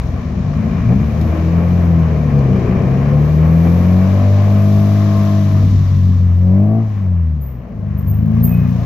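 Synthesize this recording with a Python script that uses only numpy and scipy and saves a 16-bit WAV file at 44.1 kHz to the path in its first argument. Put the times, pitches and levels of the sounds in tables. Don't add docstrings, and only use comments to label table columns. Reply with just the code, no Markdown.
import sys
import numpy as np
from scipy import signal
from scipy.fft import rfft, irfft, next_fast_len
from scipy.io import wavfile
from scipy.ndimage import uniform_filter1d

SR = 44100
rng = np.random.default_rng(int(sys.argv[2]) if len(sys.argv) > 2 else 0)


def log_audio(samples):
    frames = np.atleast_2d(samples).T
    limited = np.clip(frames, -1, 1)
    pcm = np.round(limited * 32767).astype(np.int16)
    wavfile.write(sys.argv[1], SR, pcm)


def attenuation_scalar(level_db):
    decades = np.asarray(level_db, float) / 20
    return 10 ** decades


N = 390285
TIME = np.arange(N) / SR
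PADDED = next_fast_len(N + SR // 10)
FREQ = np.maximum(np.fft.rfftfreq(PADDED, 1 / SR), 1)

# time in seconds, cycle rate in Hz, level in dB,
# dulling in dB per octave of order.
QUEUE_EARLY = [
    (0.0, 21.12, -19.5, -6.5),
    (0.12, 21.43, -21, -3.5),
    (0.274, 21.96, -29, 0.5),
    (0.73, 28.27, -19.5, 3.5),
    (1.0, 28.18, -23.5, -2.5),
    (1.144, 26.39, -26, 2),
    (1.3, 27.77, -17.5, 0.5),
]
QUEUE_LATE = [
    (7.7, 26.18, -35.5, -1.5),
    (7.87, 24.94, -23, 0.5),
    (8.048, 24.45, -19.5, -2),
    (8.262, 26.6, -17, 2.5),
    (8.49, 29.11, -15, -0.5),
    (8.704, 29.7, -15, 3),
    (8.85, 28.8, -17, -3),
]
# multiple of the cycle rate, level in dB.
LUMPY_ORDERS = [(2, -13.5), (3, -4.5), (4, -1.5), (5, -8), (6, -4), (7, -14), (8, -5.5), (10, -9.5)]
SILENCER_HZ, SILENCER_DB_PER_HZ = 227, 0.5

# time in seconds, engine effort in dB, nearness of rolling cars in dB.
STREET = [(0, -28, -51.5), (.35, -29, -54), (.9, -26, -50), (1.5, -24, -49), (2.1, -25, -50.5),
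          (2.75, -21.5, -51), (3.5, -24, -48), (4.2, -24.5, -46), (5.25, -30, -43), (5.9, -35.5, -47.5),
          (6.38, -37.5, -54), (6.7, -29.5, -61), (6.9, -34, -58.5), (7.45, -39.5, -67), (7.7, -37, -66.5),
          (8.2, -32, -62.5), (8.7, -29.5, -52.5), (8.85, -29, -51)]
# time in seconds, level in dB.
BURBLE_LEVEL = [(.5, -21), (.9, -18), (1.15, -20), (1.4, -24), (2.2, -23), (2.5, -18), (3.15, -18),
                (3.4, -23), (4.4, -28), (5.4, -29), (5.6, -18), (6.2, -22), (6.45, -29), (7.4, -33),
                (7.8, -28)]
# frequency in Hz, level in dB per Hz.
BURBLE_TONE = [(20, -25), (45, -10), (70, -2.5), (100, -4), (150, -3), (200, -4.5), (260, -14), (330, -39)]
GAS_TONE = [(200, 8.5), (260, -0.5), (320, 1.5), (390, -1.5), (490, -2.5), (560, -2.5), (650, -1),
            (760, -7.5), (900, -16.5), (1000, -30)]
CLATTER_TONE = [(800, -18.5), (920, -10.5), (1070, -0.5), (1200, -5), (1420, -11.5), (1650, -10),
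                (1850, -10.5), (2150, -13), (2370, -14), (2560, -18), (2900, -21), (3300, -29.5)]
SHIELD_TONE = [(2180, -18), (2370, 0), (2560, -18)]
HISS_TONE = [(1650, -29.5), (2800, -9.5), (3570, -2), (3900, -2.5), (4820, -5.5), (6030, -4.5), (6880, -10),
             (9000, -29.5), (11700, -56), (19800, -120)]
AIR_TONE = [(5290, -43.5), (9000, -17), (9590, -8.5), (11900, 4.5), (14000, -3), (15100, -5.5), (15700, -9)]
# centre in seconds, swell in dB, half width in seconds.
ROARS = [
    (.915, 9, 0.025),
    (.64, 4.5, 0.035),
    (1.62, 3.5, 0.044),
    (3.67, 6.5, 0.026),
    (1.8, 0.5, 0.039),
    (5.62, 3, 0.11),
]
# start in seconds, level in dB over the hiss.
TICKS = [
    (1.213, 12.5),
    (2.389, 8.5),
    (5.97, 8),
    (6.055, 7),
    (8.71, 13),
]
# frequency in Hz, correlation from 0 to 1.
LIKENESS = [(60, 0.34), (300, 0.77), (700, 0.76), (1500, 0.34), (3000, 0.26), (6000, 0.2), (10000, 0.092),
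            (13500, 0.27)]
CLATTER_EFFORT, CLATTER_NEAR, CLATTER_DB, AIR_DB = 0.58, 0.41, -1.1, -4.5
SHIELD_DB, SHIELD_ENDS_S = -19.5, 4.2
TICK_S, FAN_DB_PER_OCTAVE = 0.0044, 1.5
AIR_FULL_DB, AIR_LOSS = -47.5, 1.7
PASS_S, PASS_TURN_S, BAY_SHADOW_DB, AIR_SHADOW_DB = 5.6, 0.21, -0.5, -6

# time in seconds, firing rate in Hz.
COUPE_SPEED = [(0.85, 55.8), (1.0, 69.5), (1.15, 78.0), (1.75, 87.9), (2.05, 80.9), (2.65, 60.0),
               (3.1, 71.3), (4.15, 96.4), (4.45, 100.4), (4.9, 102.0), (5.35, 100.8), (5.65, 97.5),
               (6.33, 88.4), (6.5, 92), (6.79, 113.6), (7.15, 87.1), (7.6, 59.5), (7.75, 55.8)]
# time in seconds,
# level in dB, dulling in dB per octave of order, intake note in dB.
COUPE_HEARD = [(.95, -3.5, 2.5, -47.5), (1.3, -2, -9.5, -45), (1.6, -1, -0.5, -39), (2.0, -0.5, 0, -41.5),
               (2.6, -6.5, 1.5, -26), (3.0, -6, 0, -42), (3.5, -0.5, 1.5, -34), (4.12, 0, 0.5, -32),
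               (4.33, 2.5, -9, -27.5), (4.65, 1, 1, -36.5), (5.3, -1.5, 3, -35), (5.75, 2, -5, -58.5),
               (6.35, 3, -13, -58), (6.55, 1, 2, -31.5), (6.78, -2, 5.5, -32), (6.9, -7, -3.5, -57),
               (7.2, 1, -11, -64), (7.75, -9, -16.5, -63.5)]
# multiple of the firing rate, level in dB.
STRONG = [(1, 1), (1.5, -12), (2, 0), (3, -2), (4, -3.5)]
# multiple of the firing rate, level in dB under the gas.
FAINT = [(2.5, -4.5), (3.5, -17), (4.5, -18.5), (5, -19.5), (5.5, -14), (7, -11.5), (7.5, -19), (8, -15.5),
         (8.5, -19.5), (9, -21.5), (10, -21.5), (9.5, -26.5), (11, -28.5)]
# multiple of the firing rate, level in dB over the nearness,
# level in dB gained (negative: lost) once the car has gone by.
WHINES = [(6.5, 12.5, -12.5), (10.5, 2.5, -6.5), (11.5, -3, -9.5)]
# frequency in Hz, level in dB.
TAILPIPE = [(55, -27.5), (80, -14.5), (100, -12.5), (150, -10), (195, -15), (240, -25), (300, -29),
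            (420, -44)]
# frequency in Hz, level in dB.
BONNET = [(400, -1), (490, 4.5), (570, -6.5), (680, 0.5), (880, -5.5), (1040, -1.5), (1160, -1),
          (1280, -10)]
MISFIRE = 0.6
SMOOTH_DB, ROUGH_SPAN_DB = -31, 7
WHINE_RISE, WHINE_NEAR_DB = 1, -43

# start in seconds, length in seconds, pitch in Hz, level in dB.
DRONE = (1.19, .38, 318, -26)

# start in seconds, length in seconds, level in dB,
# cracks per second.
CRACKS = [
    (6.344, .45, -74.5, 220),
    (6.83, 0.24, -74.5, 60),
    (7.297, .65, -78.5, 35),
    (8.201, 0.19, -67, 44),
    (8.57, .3, -67.5, 45),
]
# frequency in Hz, level in dB per Hz.
CRACK_TONE = [(7000, -36.5), (9000, -22.0), (11000, -10.0), (13500, -11.5), (15000, 0.5), (16500, -3)]

# start in seconds, peak in dB, length in seconds.
GRABS = [
    (7.4, -41.5, 0.054),
    (7.455, -42, 0.035),
    (7.969, -41.5, 0.041),
    (8.065, -37, 0.035),
    (8.083, -35.5, 0.049),
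    (8.424, -20, 0.046),
    (8.473, -43, 0.041),
]
# time in seconds, pitch in Hz, level in dB.
SQUEAK = [
    (8.45, 2510, -62),
    (8.548, 2536, -40),
    (8.636, 2516, -48.5),
    (8.696, 2444, -57),
    (8.7, 2480, -47),
]
DISC_HZ = 13680

# frequency in Hz, left minus right in dB.
PORT_BALANCE = [(60, 2.0), (110, 3), (200, 4), (380, 4.0), (700, 6.5), (1290, 3.5), (2380, 3.5), (4400, 7),
                (8120, 5), (15000, -7.5)]
LATE_LAG = 22


def curves(table):
    s, *columns = np.transpose(table)
    inside = 1. * ((TIME >= s[0]) & (TIME <= s[-1]))
    gate = uniform_filter1d(inside, SR // 20, mode="nearest")
    return [np.interp(TIME, s, c) for c in columns] + [gate]


def across(table):
    hz, value = np.transpose(table)
    return np.interp(np.log(FREQ), np.log(hz), value)


def unit(x):
    return x / np.sqrt(np.mean(x ** 2))


def filtered(x, gain):
    return irfft(rfft(x, PADDED) * gain, PADDED)[..., :N]


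def colour(x, table):
    inside = (FREQ > table[0][0]) * (FREQ < table[-1][0])
    return unit(filtered(x, attenuation_scalar(across(table)) * inside))


def walk(rate, at=TIME):
    k = 8
    steps = np.repeat(rng.standard_normal(int(N / SR * rate) + 2), k)
    slewed = uniform_filter1d(uniform_filter1d(steps, k), k)
    return np.interp(at * rate * k, np.arange(len(steps)), unit(slewed))


def firings(turns, pattern_db, scatter_db, jitter):
    whole = np.arange(1, int(turns[-1]))
    chance = rng.standard_normal((N // 100, 2))[whole]
    at = np.clip(np.interp(whole + jitter * chance[:, 0], turns, np.arange(N)), 0, N - 2)
    size = attenuation_scalar(np.array(pattern_db)[whole % len(pattern_db)] + scatter_db * chance[:, 1])
    first = at.astype(int)
    part = at - first
    return np.bincount(first, size * (1 - part), N) + np.bincount(first + 1, size * part, N)


def tones(turns, orders, levels_db, phases, flicker_db, wobble):
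    step = 10
    at = TIME[::step]
    angle = 2 * np.pi * (turns[::step] + wobble * walk(22, at))
    coarse = 0
    for k, db, phase in zip(orders, levels_db, phases):
        coarse = coarse + attenuation_scalar(db[::step] + flicker_db * walk(25, at)) * np.cos(k * angle + phase)
    return np.sqrt(2) * signal.resample_poly(coarse, step, 1)[:N]


def echo(x, t60_s):
    t = TIME[:SR // 2]
    tail = rng.standard_normal(len(t)) * np.exp(-np.log(1000) * t / t60_s)
    return signal.fftconvolve(x, tail / np.sqrt(np.sum(tail ** 2)))[:N]


def gone():
    return (1 + np.tanh((TIME - PASS_S) / PASS_TURN_S)) / 2


def swell(s, length_s):
    return np.sin(np.pi * np.clip((TIME - s) / length_s, 0, 1))


def lumpy(table):
    hz, level_db, dull_db, gate = curves(table)
    turns = np.cumsum(uniform_filter1d(hz, SR // 10)) / SR
    orders = np.array(LUMPY_ORDERS)[:, 0]
    pair = np.angle(1 + 0.8 * np.exp(-2j * np.pi * orders * 0.36))
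    levels_db = []
    for k, db in LUMPY_ORDERS:
        silenced_db = SILENCER_DB_PER_HZ * np.maximum(k * hz - SILENCER_HZ, 0)
        levels_db.append(level_db + db + dull_db * np.log2(k / 4) + 2.1 * walk(11) - silenced_db)
    return gate * tones(turns, orders, levels_db, pair - np.pi / 4, flicker_db=0.6 * 2, wobble=0.003)


def street(turns):
    effort_db, near_db, _ = curves(STREET)
    passed = gone()
    air_near_db = np.minimum(near_db, AIR_FULL_DB)
    speed_octaves = np.log2(np.gradient(turns) * SR / 100)
    fan_db = FAN_DB_PER_OCTAVE * speed_octaves + AIR_LOSS * (air_near_db - AIR_FULL_DB)
    tick_db = sum(db * (TIME > s) * np.exp(-np.abs(TIME - s) / TICK_S) for s, db in TICKS)
    roar_db = sum(db * np.exp(-((TIME - s) / width_s) ** 4) for s, db, width_s in ROARS)

    idle = firings(np.cumsum(55 + 8 * walk(2)) / SR, [0, -3], scatter_db=3.5, jitter=0.299)
    burble = colour(echo(idle, 0.56), BURBLE_TONE) * attenuation_scalar(curves(BURBLE_LEVEL)[0])

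    alike = np.clip(across(LIKENESS), 0, 1)
    common, *own = rng.standard_normal((3, N))
    beat = 1 + 0.11 * np.cos(2 * np.pi * turns) + 0.035 * np.cos(np.pi * turns)
    noise = beat * (filtered(common, np.sqrt(alike)) + filtered(own, np.sqrt(1 - alike)))

    gas = colour(noise, GAS_TONE) * attenuation_scalar(effort_db - 3.8 + 1.2 * walk(14) + roar_db)
    clatter_db = CLATTER_DB + CLATTER_EFFORT * effort_db + CLATTER_NEAR * near_db + BAY_SHADOW_DB * passed
    shield_db = SHIELD_DB + 3.0 * walk(5.6) - 8.9 * np.maximum(TIME - SHIELD_ENDS_S, 0)
    clatter = colour(noise, CLATTER_TONE) * attenuation_scalar(clatter_db + 1.1 * walk(15))
    clatter = clatter + colour(common, SHIELD_TONE) * attenuation_scalar(clatter_db + shield_db)
    clatter = clatter * attenuation_scalar(0.36 * roar_db)
    hiss = colour(noise, HISS_TONE) * attenuation_scalar(near_db + 0.79 * walk(9) + tick_db * (1 - passed))
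    air_db = air_near_db + AIR_DB + AIR_SHADOW_DB * passed + fan_db * (1 - passed)
    air = colour(noise, AIR_TONE) * attenuation_scalar(air_db + 1.3 * walk(7.4) + tick_db)
    return burble + gas + clatter + hiss + air


def coupe():
    hz, gate = curves(COUPE_SPEED)
    turns = np.cumsum(uniform_filter1d(hz, SR // 12)) / SR
    level_db, dull_db, intake_db, _ = curves(COUPE_HEARD)
    effort_db, near_db, _ = curves(STREET)
    burble_db = curves(BURBLE_LEVEL)[0]
    pipe_hz, pipe_db = np.transpose(TAILPIPE)

    uneven_db = np.clip((burble_db - SMOOTH_DB) / ROUGH_SPAN_DB, 0.3, 2)
    strong_db = []
    for k, db in STRONG:
        passed_db = np.interp(np.log(k * hz), np.log(pipe_hz), pipe_db)
        dropout_db = (0.9 + 2.0 * np.log2(k)) * uneven_db * np.minimum(walk(10), 0.4)
        misfire_db = k % 1 * 2 * MISFIRE * (burble_db + 25)
        strong_db.append(level_db + db + dull_db * np.log2(k) + passed_db + dropout_db + misfire_db)

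    whines_db = []
    for _, db, lost_db in WHINES:
        rolling_db = near_db + WHINE_RISE * (near_db - WHINE_NEAR_DB) + db + lost_db * gone()
        whines_db.append(np.maximum(rolling_db, intake_db + db - 20.5) + 2.2 * walk(12))

    orders = [*np.array(STRONG)[:, 0], 6, *np.array(WHINES)[:, 0]]
    levels_db = [*strong_db, intake_db + 2.5 * walk(6), *whines_db]
    phases = [np.pi, 1, np.pi, 2, 0, 1, 2, 0, 1]
    clear = tones(turns, orders, levels_db, phases, flicker_db=0.6, wobble=0.003)

    load_db = 0.71 * effort_db + 0.34 * (intake_db + 6.5)
    faint_db = [load_db + db + np.interp(k * hz, *np.transpose(BONNET)) for k, db in FAINT]
    faint_orders = np.array(FAINT)[:, 0]
    faint = tones(turns, faint_orders, faint_db, faint_orders ** 2, flicker_db=3.5, wobble=0.0071)
    fade_in = np.clip(2 * (TIME - COUPE_SPEED[0][0]), 0, 1)
    return gate * (clear + fade_in * faint), turns


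def drone():
    s, length_s, hz, db = DRONE
    return attenuation_scalar(db + 2 * walk(20)) * swell(s, length_s) ** 0.5 * np.sin(2 * np.pi * hz * TIME)


def cracks():
    rate, gain = 1, 0
    for s, length_s, db, per_second in CRACKS:
        on = (TIME > s) & (TIME < s + length_s)
        rate = rate + on * per_second
        gain = gain + on * attenuation_scalar(db)
    ticks = firings(np.cumsum(rate) / SR + 1, [0], scatter_db=1.0, jitter=0.25)
    return uniform_filter1d(gain, SR // 15) * colour(ticks, CRACK_TONE)


def brakes():
    grabs = sum(attenuation_scalar(db) * swell(s, length_s) ** 2 for s, db, length_s in GRABS)
    squeal = grabs * np.sin(2 * np.pi * np.cumsum(DISC_HZ + 200 * walk(300)) / SR)
    resonance = 1 / (1 + ((FREQ - DISC_HZ - 60) / 350) ** 2)
    ring = filtered([echo(squeal, 0.33) for _ in range(2)], resonance)
    hz, squeak_db, gate = curves(SQUEAK)
    squeak = np.sin(2 * np.pi * np.cumsum(hz + 9 * walk(120)) / SR)
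    squeak = gate * attenuation_scalar(squeak_db + 4.0 + 2.6 * walk(90)) * squeak
    return squeal * attenuation_scalar(np.array([[3], [0]])) + attenuation_scalar(3.0) * ring + squeak


def scene():
    car, turns = coupe()
    late = lumpy(QUEUE_LATE)
    engines = car + lumpy(QUEUE_EARLY) + drone()
    no_bass = np.clip(FREQ / 400, 0, 1)
    fronts = filtered([echo(engines + late, 0.72) for _ in range(2)], no_bass)
    late_right = np.roll(late, LATE_LAG) * (TIME > 1)
    ports = engines + [late, late_right] + attenuation_scalar(-17.0) * fronts
    ports = ports + street(turns) + brakes() + cracks()
    lean = attenuation_scalar(across(PORT_BALANCE) / 2)
    return filtered(ports, np.array([lean, 1 / lean]))


def top_cut(x):
    return signal.sosfilt(signal.butter(12, 15890, fs=SR, output="sos"), x)


def record(dry):
    ceiling = 1.08
    return top_cut(ceiling * np.tanh(dry / ceiling))


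dry = scene()
out = record(dry)
log_audio(out)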